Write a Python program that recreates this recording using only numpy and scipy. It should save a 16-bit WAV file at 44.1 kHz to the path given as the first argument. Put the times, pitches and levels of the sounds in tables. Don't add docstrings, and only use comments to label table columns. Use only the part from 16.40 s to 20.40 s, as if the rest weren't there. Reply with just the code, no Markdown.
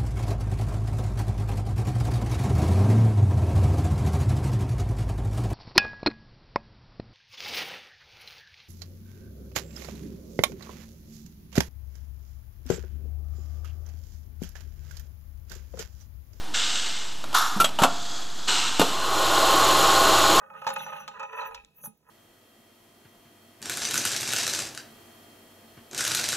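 import sys
import numpy as np
from scipy import signal
from scipy.fft import rfft, irfft
from scipy.io import wavfile

SR = 44100
rng = np.random.default_rng(int(sys.argv[2]) if len(sys.argv) > 2 else 0)


def materialize(psi):
    bounded = np.clip(np.atleast_2d(psi).T, -1, 1)
    quanta = np.round(bounded * 32767).astype(np.int16)
    wavfile.write(sys.argv[1], SR, quanta)


N = 176400
T = np.arange(N) / SR
HZ = np.fft.rfftfreq(N, 1 / SR)
IMPACT_RISE_S = 0.0014

# f/Hz, relative density/dB
CRACK_SPECTRUM = [(900, 2), (2100, -5), (2800, 2.5), (3600, 2), (4800, -4.5), (6300, -6), (8000, -2.5),
                  (8900, -19), (9800, -6), (10600, -8)]


def amp(db):
    return 10 ** (np.asarray(db) / 20)


def unit_rms(x):
    return x / np.sqrt(np.mean(x ** 2) + 1e-20)


def drift(rate_hz):
    return unit_rms(irfft(rfft(rng.standard_normal(N)) * np.exp(-(HZ / rate_hz) ** 2), N))


def noise(spectrum, peaks=()):
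    f_hz, db = np.transpose(spectrum)
    outline_db = np.interp(np.log(HZ + 1), np.log(f_hz), db)
    rolloff_db = 20 * np.log10(1 + (f_hz[0] / 2 / (HZ + 1)) ** 2)
    peaks_db = sum(lift / (1 + (2 * (HZ - hz) / width) ** 2) for hz, width, lift in peaks)
    return unit_rms(irfft(rfft(rng.standard_normal(N)) * amp(outline_db - rolloff_db + peaks_db), N))


def envelope(start_s, rise_s, hold_s, t60_s):
    age_s = T - start_s
    return np.clip(age_s / rise_s, 0, 1) * amp(-60 * np.maximum(age_s - hold_s, 0) / t60_s)


def flutter(depth_db, rate_hz):
    return amp(depth_db * drift(rate_hz))


def ring(modes, start_s, rise_s=0.001, hold_s=0):
    warped_s = np.cumsum(1 + 0.0061 * drift(rate_hz=94)) / SR
    return np.sqrt(2) * sum(amp(db) * envelope(start_s, rise_s, hold_s, t60_s)
                            * np.sin(2 * np.pi * (hz * warped_s + rng.random()))
                            for hz, db, t60_s in modes)


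def low_pass(x, hz):
    return signal.oaconvolve(x, signal.firwin(255, hz, window=("kaiser", 9), fs=SR)[None], "same")


def workshop():
    # f/Hz, relative density/dB
    spectrum = [(25, -17.5), (100, -19), (290, -17.5), (520, -23), (900, -17), (1400, -22), (2200, -27.5),
                (3300, -22.5), (10500, -36.5)]
    # t/s, level/dB
    levels = [(0.05, -41), (0.76, -43.5), (0.9, -41), (1.3, -40.5), (1.85, -42.5)]
    return noise(spectrum) * amp(np.interp(T, *np.transpose(levels)))


def room(x, level_db=-18, corner_hz=2600):
    tail = irfft(rfft(rng.standard_normal(N)) / np.hypot(1, HZ / corner_hz), N)
    tail *= envelope(0.0036, 0.0066, 0, t60_s=0.37)
    return amp(level_db) * signal.fftconvolve(x, tail / np.linalg.norm(tail))[:N]


def panels(x, echo_db=-10):
    echo = rng.standard_normal(N) * envelope(0, 0.0017, 0, t60_s=0.078)
    return x + amp(echo_db) * signal.fftconvolve(x, echo / np.linalg.norm(echo))[:N]


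def seep():
    # f/Hz, relative density/dB
    spectrum = [(1150, -2), (1350, 3), (2200, -17), (2900, -9), (3350, 2), (3900, -2), (4900, 0),
                (5500, -9), (6300, -2.5), (7750, -5), (8700, -22), (10300, -23)]
    # f/Hz, width/Hz, lift/dB
    whistle = [(3320, 85, 6)]
    # t/s, level/dB
    levels = [(1.4, -41), (1.47, -39), (1.6, -38.5), (1.79, -36.5), (1.87, -43), (2.06, -39.5), (2.1, -33)]
    level_db = np.interp(T, *np.transpose(levels), left=-120, right=-120)
    return noise(spectrum, whistle) * amp(level_db) * flutter(depth_db=0.8, rate_hz=100)


def vent(start_s=0.94, blast_db_per_s=-110, tail_db_per_s=-46):
    # f/Hz, relative density/dB
    spectrum = [(180, -32), (580, -17.5), (800, -7), (1200, 2), (1550, -3), (2000, -17), (2600, -17.5),
                (3500, -7.5), (4900, -14), (7600, -14.5), (8800, -34), (9700, -12.5), (10500, -44)]
    # f/Hz, width/Hz, lift/dB
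    blast_peaks = [(1420, 150, 4.9)]
    tail_peaks = [(1160, 160, 7), (1520, 220, -4), (5500, 170, 8)]
    age_s = np.maximum(T - start_s, 0)
    blast = noise(spectrum, blast_peaks) * amp(-16 + blast_db_per_s * age_s)
    tail = noise(spectrum, tail_peaks) * amp(-24 + tail_db_per_s * age_s)
    return (blast + tail) * envelope(start_s, rise_s=0.0097, hold_s=0.26, t60_s=0.12)


def exhausts(spit_db=3.5, spit_s=0.0084):
    # t/s, length/s, level/dB, fade/dB, fade exponent, rise/s
    openings = [(0.137, 0.69, -26, -21.5, 1.98, 0.0092), (2.074, 0.6, -21.5, -12.5, 0.88, 0.012)]
    # f/Hz, relative density/dB
    spectra = [
        [(420, -13.5), (1000, -10), (1400, -3), (2250, -8.5), (3050, 0.5), (3700, 0), (4400, -4), (6600, -7),
         (7700, -5), (8900, -17), (10300, -35)],
        [(150, -9), (650, -8.5), (850, 0), (1400, 0.5), (2050, -8.5), (2850, 1.5), (3600, 0), (4200, 1),
         (4700, -5), (8200, -5.5), (8900, -16.5), (10300, -23)],
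    ]
    # f/Hz, width/Hz, lift/dB
    port = [(2950, 140, 3)]
    jets = np.zeros(N)
    for (start_s, length_s, db, fade_db, exponent, rise_s), spectrum in zip(openings, spectra):
        age_s = np.clip(T - start_s, 0, length_s)
        level_db = db + fade_db * (age_s / length_s) ** exponent + spit_db * np.exp(-age_s / spit_s)
        jets += noise(spectrum, port) * amp(level_db) * envelope(start_s, rise_s, length_s, t60_s=0.093)
    step_db = -2.5 * (T > 2.297)
    return jets * amp(step_db) * flutter(depth_db=1.0, rate_hz=190)


def linkage():
    # f/Hz, level/dB, t60/s
    rod = [(1357, -13.5, 0.1), (9730, -31.5, 0.12)]
    stop = [(3270, -18, 0.093), (7860, -28, 0.11)]
    latch = [(920, -24.5, 0.25), (2930, -20.5, 0.032)]
    frame = [(272.5, -39.5, 0.7), (697, -38.5, 1.5), (1410, -33, 0.21)]
    clamp = [(2790, -21.5, 0.1), (3620, -26, 0.11)]
    slide = dict(start_s=1.2005, rise_s=0.0018, hold_s=0.012)
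    scrape = amp(-21.5) * noise(CRACK_SPECTRUM) * envelope(**slide, t60_s=0.063)
    squeak = ring(rod, **slide)
    return (scrape + squeak + ring(stop, start_s=1.2435) + ring(latch, start_s=1.3875)
            + ring(frame, start_s=1.437) + ring(clamp, start_s=2.396))


def clunks():
    # t/s, f/Hz, peak/dB, t60/s
    seatings = [(0.085, 299, -41, 0.28), (1.163, 199, -23.5, 0.2), (1.4184, 180, -13.5, 0.064),
                (1.4385, 730, -3.5, 0.034), (2.3959, 281, -7.5, 0.047), (2.404, 186, -16.5, 0.11),
                (2.414, 440, -7, 0.03)]
    return sum(amp(db) * envelope(t_s, IMPACT_RISE_S, 0, t60_s) * np.sin(2 * np.pi * hz * (T - t_s))
               for t_s, hz, db, t60_s in seatings)


def knocks(hold_s=0.0015):
    # t/s, thump/dB, body/dB, crack/dB, t60/s
    blows = [(0.84, -54, -30, -34.5, 0.035), (0.928, -36, -28, -33, 0.054), (1.162, -33, -33, -47, 0.15),
             (1.1998, -25, -23.5, -24, 0.16), (1.218, -38, -31, -20, 0.011),
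             (1.243, -44, -24.5, -17.5, 0.085), (1.29, -48, -31, -36, 0.045),
             (1.387, -33, -24.5, -26.5, 0.28), (1.4186, -25, -21.5, -23.5, 0.14),
             (1.4343, -33, -7.5, -12.5, 0.053), (1.448, -35, -16, -31, 0.032),
             (2.395, -16.5, -14.5, -15, 0.035), (2.404, -34, -23, -21.5, 0.056),
             (2.414, -18, -13.5, -21.5, 0.087)]
    # f/Hz, relative density/dB
    thump_spectrum = [(80, -24), (180, 3.5), (330, -1), (550, -6), (900, -25)]
    body_spectrum = [(250, -37), (480, -8.5), (640, -0.5), (880, -1), (1080, -5.5), (1350, 1), (1750, -18),
                     (3000, -45)]
    thump, body, crack = noise(thump_spectrum), noise(body_spectrum), noise(CRACK_SPECTRUM)
    out = np.zeros(N)
    for start_s, thump_db, body_db, crack_db, t60_s in blows:
        burst = amp(thump_db) * thump + amp(body_db) * body + amp(crack_db) * crack
        out += burst * envelope(start_s, IMPACT_RISE_S, hold_s, t60_s)
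    return out


def suction():
    # t/s, roar/dB, hiss/dB
    levels = [(2.42, -36, -32), (2.57, -31, -37), (2.75, -24, -29), (2.95, -21, -25), (3.3, -18.5, -23),
              (4.0, -18, -22)]
    # f/Hz, relative density/dB
    roar_spectrum = [(30, -12.5), (90, -24.5), (200, -15.5), (270, -15.5), (320, -4.5), (500, -10),
                     (800, -4.5), (1100, -3), (1420, -10), (1650, -14), (2100, -19), (4000, -60)]
    hiss_spectrum = [(1200, -17), (2300, -6.5), (3000, 2.5), (3700, 1), (4300, -0.5), (4800, -4),
                     (6200, -6.5), (7000, -4.5), (8100, -6), (9000, -20), (9900, -5), (10600, -19)]
    # f/Hz, width/Hz, lift/dB
    housing = [(543, 32, 6.5), (663, 26, 10), (710, 32, -15), (779, 49, 7), (965, 66, -7), (1044, 23, 7.5),
               (1095, 70, 6), (1260, 37, 5.5), (1453, 47, 10), (4140, 52, 10.5), (6830, 63, 11)]
    # f/Hz, level/dB
    motor_tones = [(59, -47), (117, -43.5)]
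    t_s, roar_db, hiss_db = np.transpose(levels)
    roar_gain, hiss_gain = (amp(np.interp(T, t_s, db, left=-120)) for db in (roar_db, hiss_db))
    hum = np.sqrt(2) * sum(amp(db) * np.sin(2 * np.pi * hz * T + 0.85 * drift(rate_hz=3.9))
                           for hz, db in motor_tones)
    warped_s = T + 0.009 * np.cumsum(drift(rate_hz=14)) / SR
    roar = np.interp(warped_s, T, noise(roar_spectrum, housing), period=N / SR)
    roar *= flutter(depth_db=0.64, rate_hz=44)
    hiss = noise(hiss_spectrum, housing)
    return roar_gain * roar + hiss_gain * hiss + hum * roar_gain / roar_gain.max()


def scene():
    blows = knocks() + clunks()
    mechanics = blows + room(blows) + linkage()
    jets = panels(exhausts() + vent() + seep())
    mono = mechanics + jets + suction() + workshop()
    return np.array([mono, mono])


def record(dry, ceiling=0.59, knee=3.4, dc_offset=0.046):
    rounded = dry / (1 + abs(dry / ceiling) ** knee) ** (1 / knee)
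    half_rate = low_pass(rounded, hz=10500) * 2 * (np.arange(N) % 2)
    return low_pass(half_rate, hz=12850) + dc_offset


dry = scene()
out = record(dry)
materialize(out)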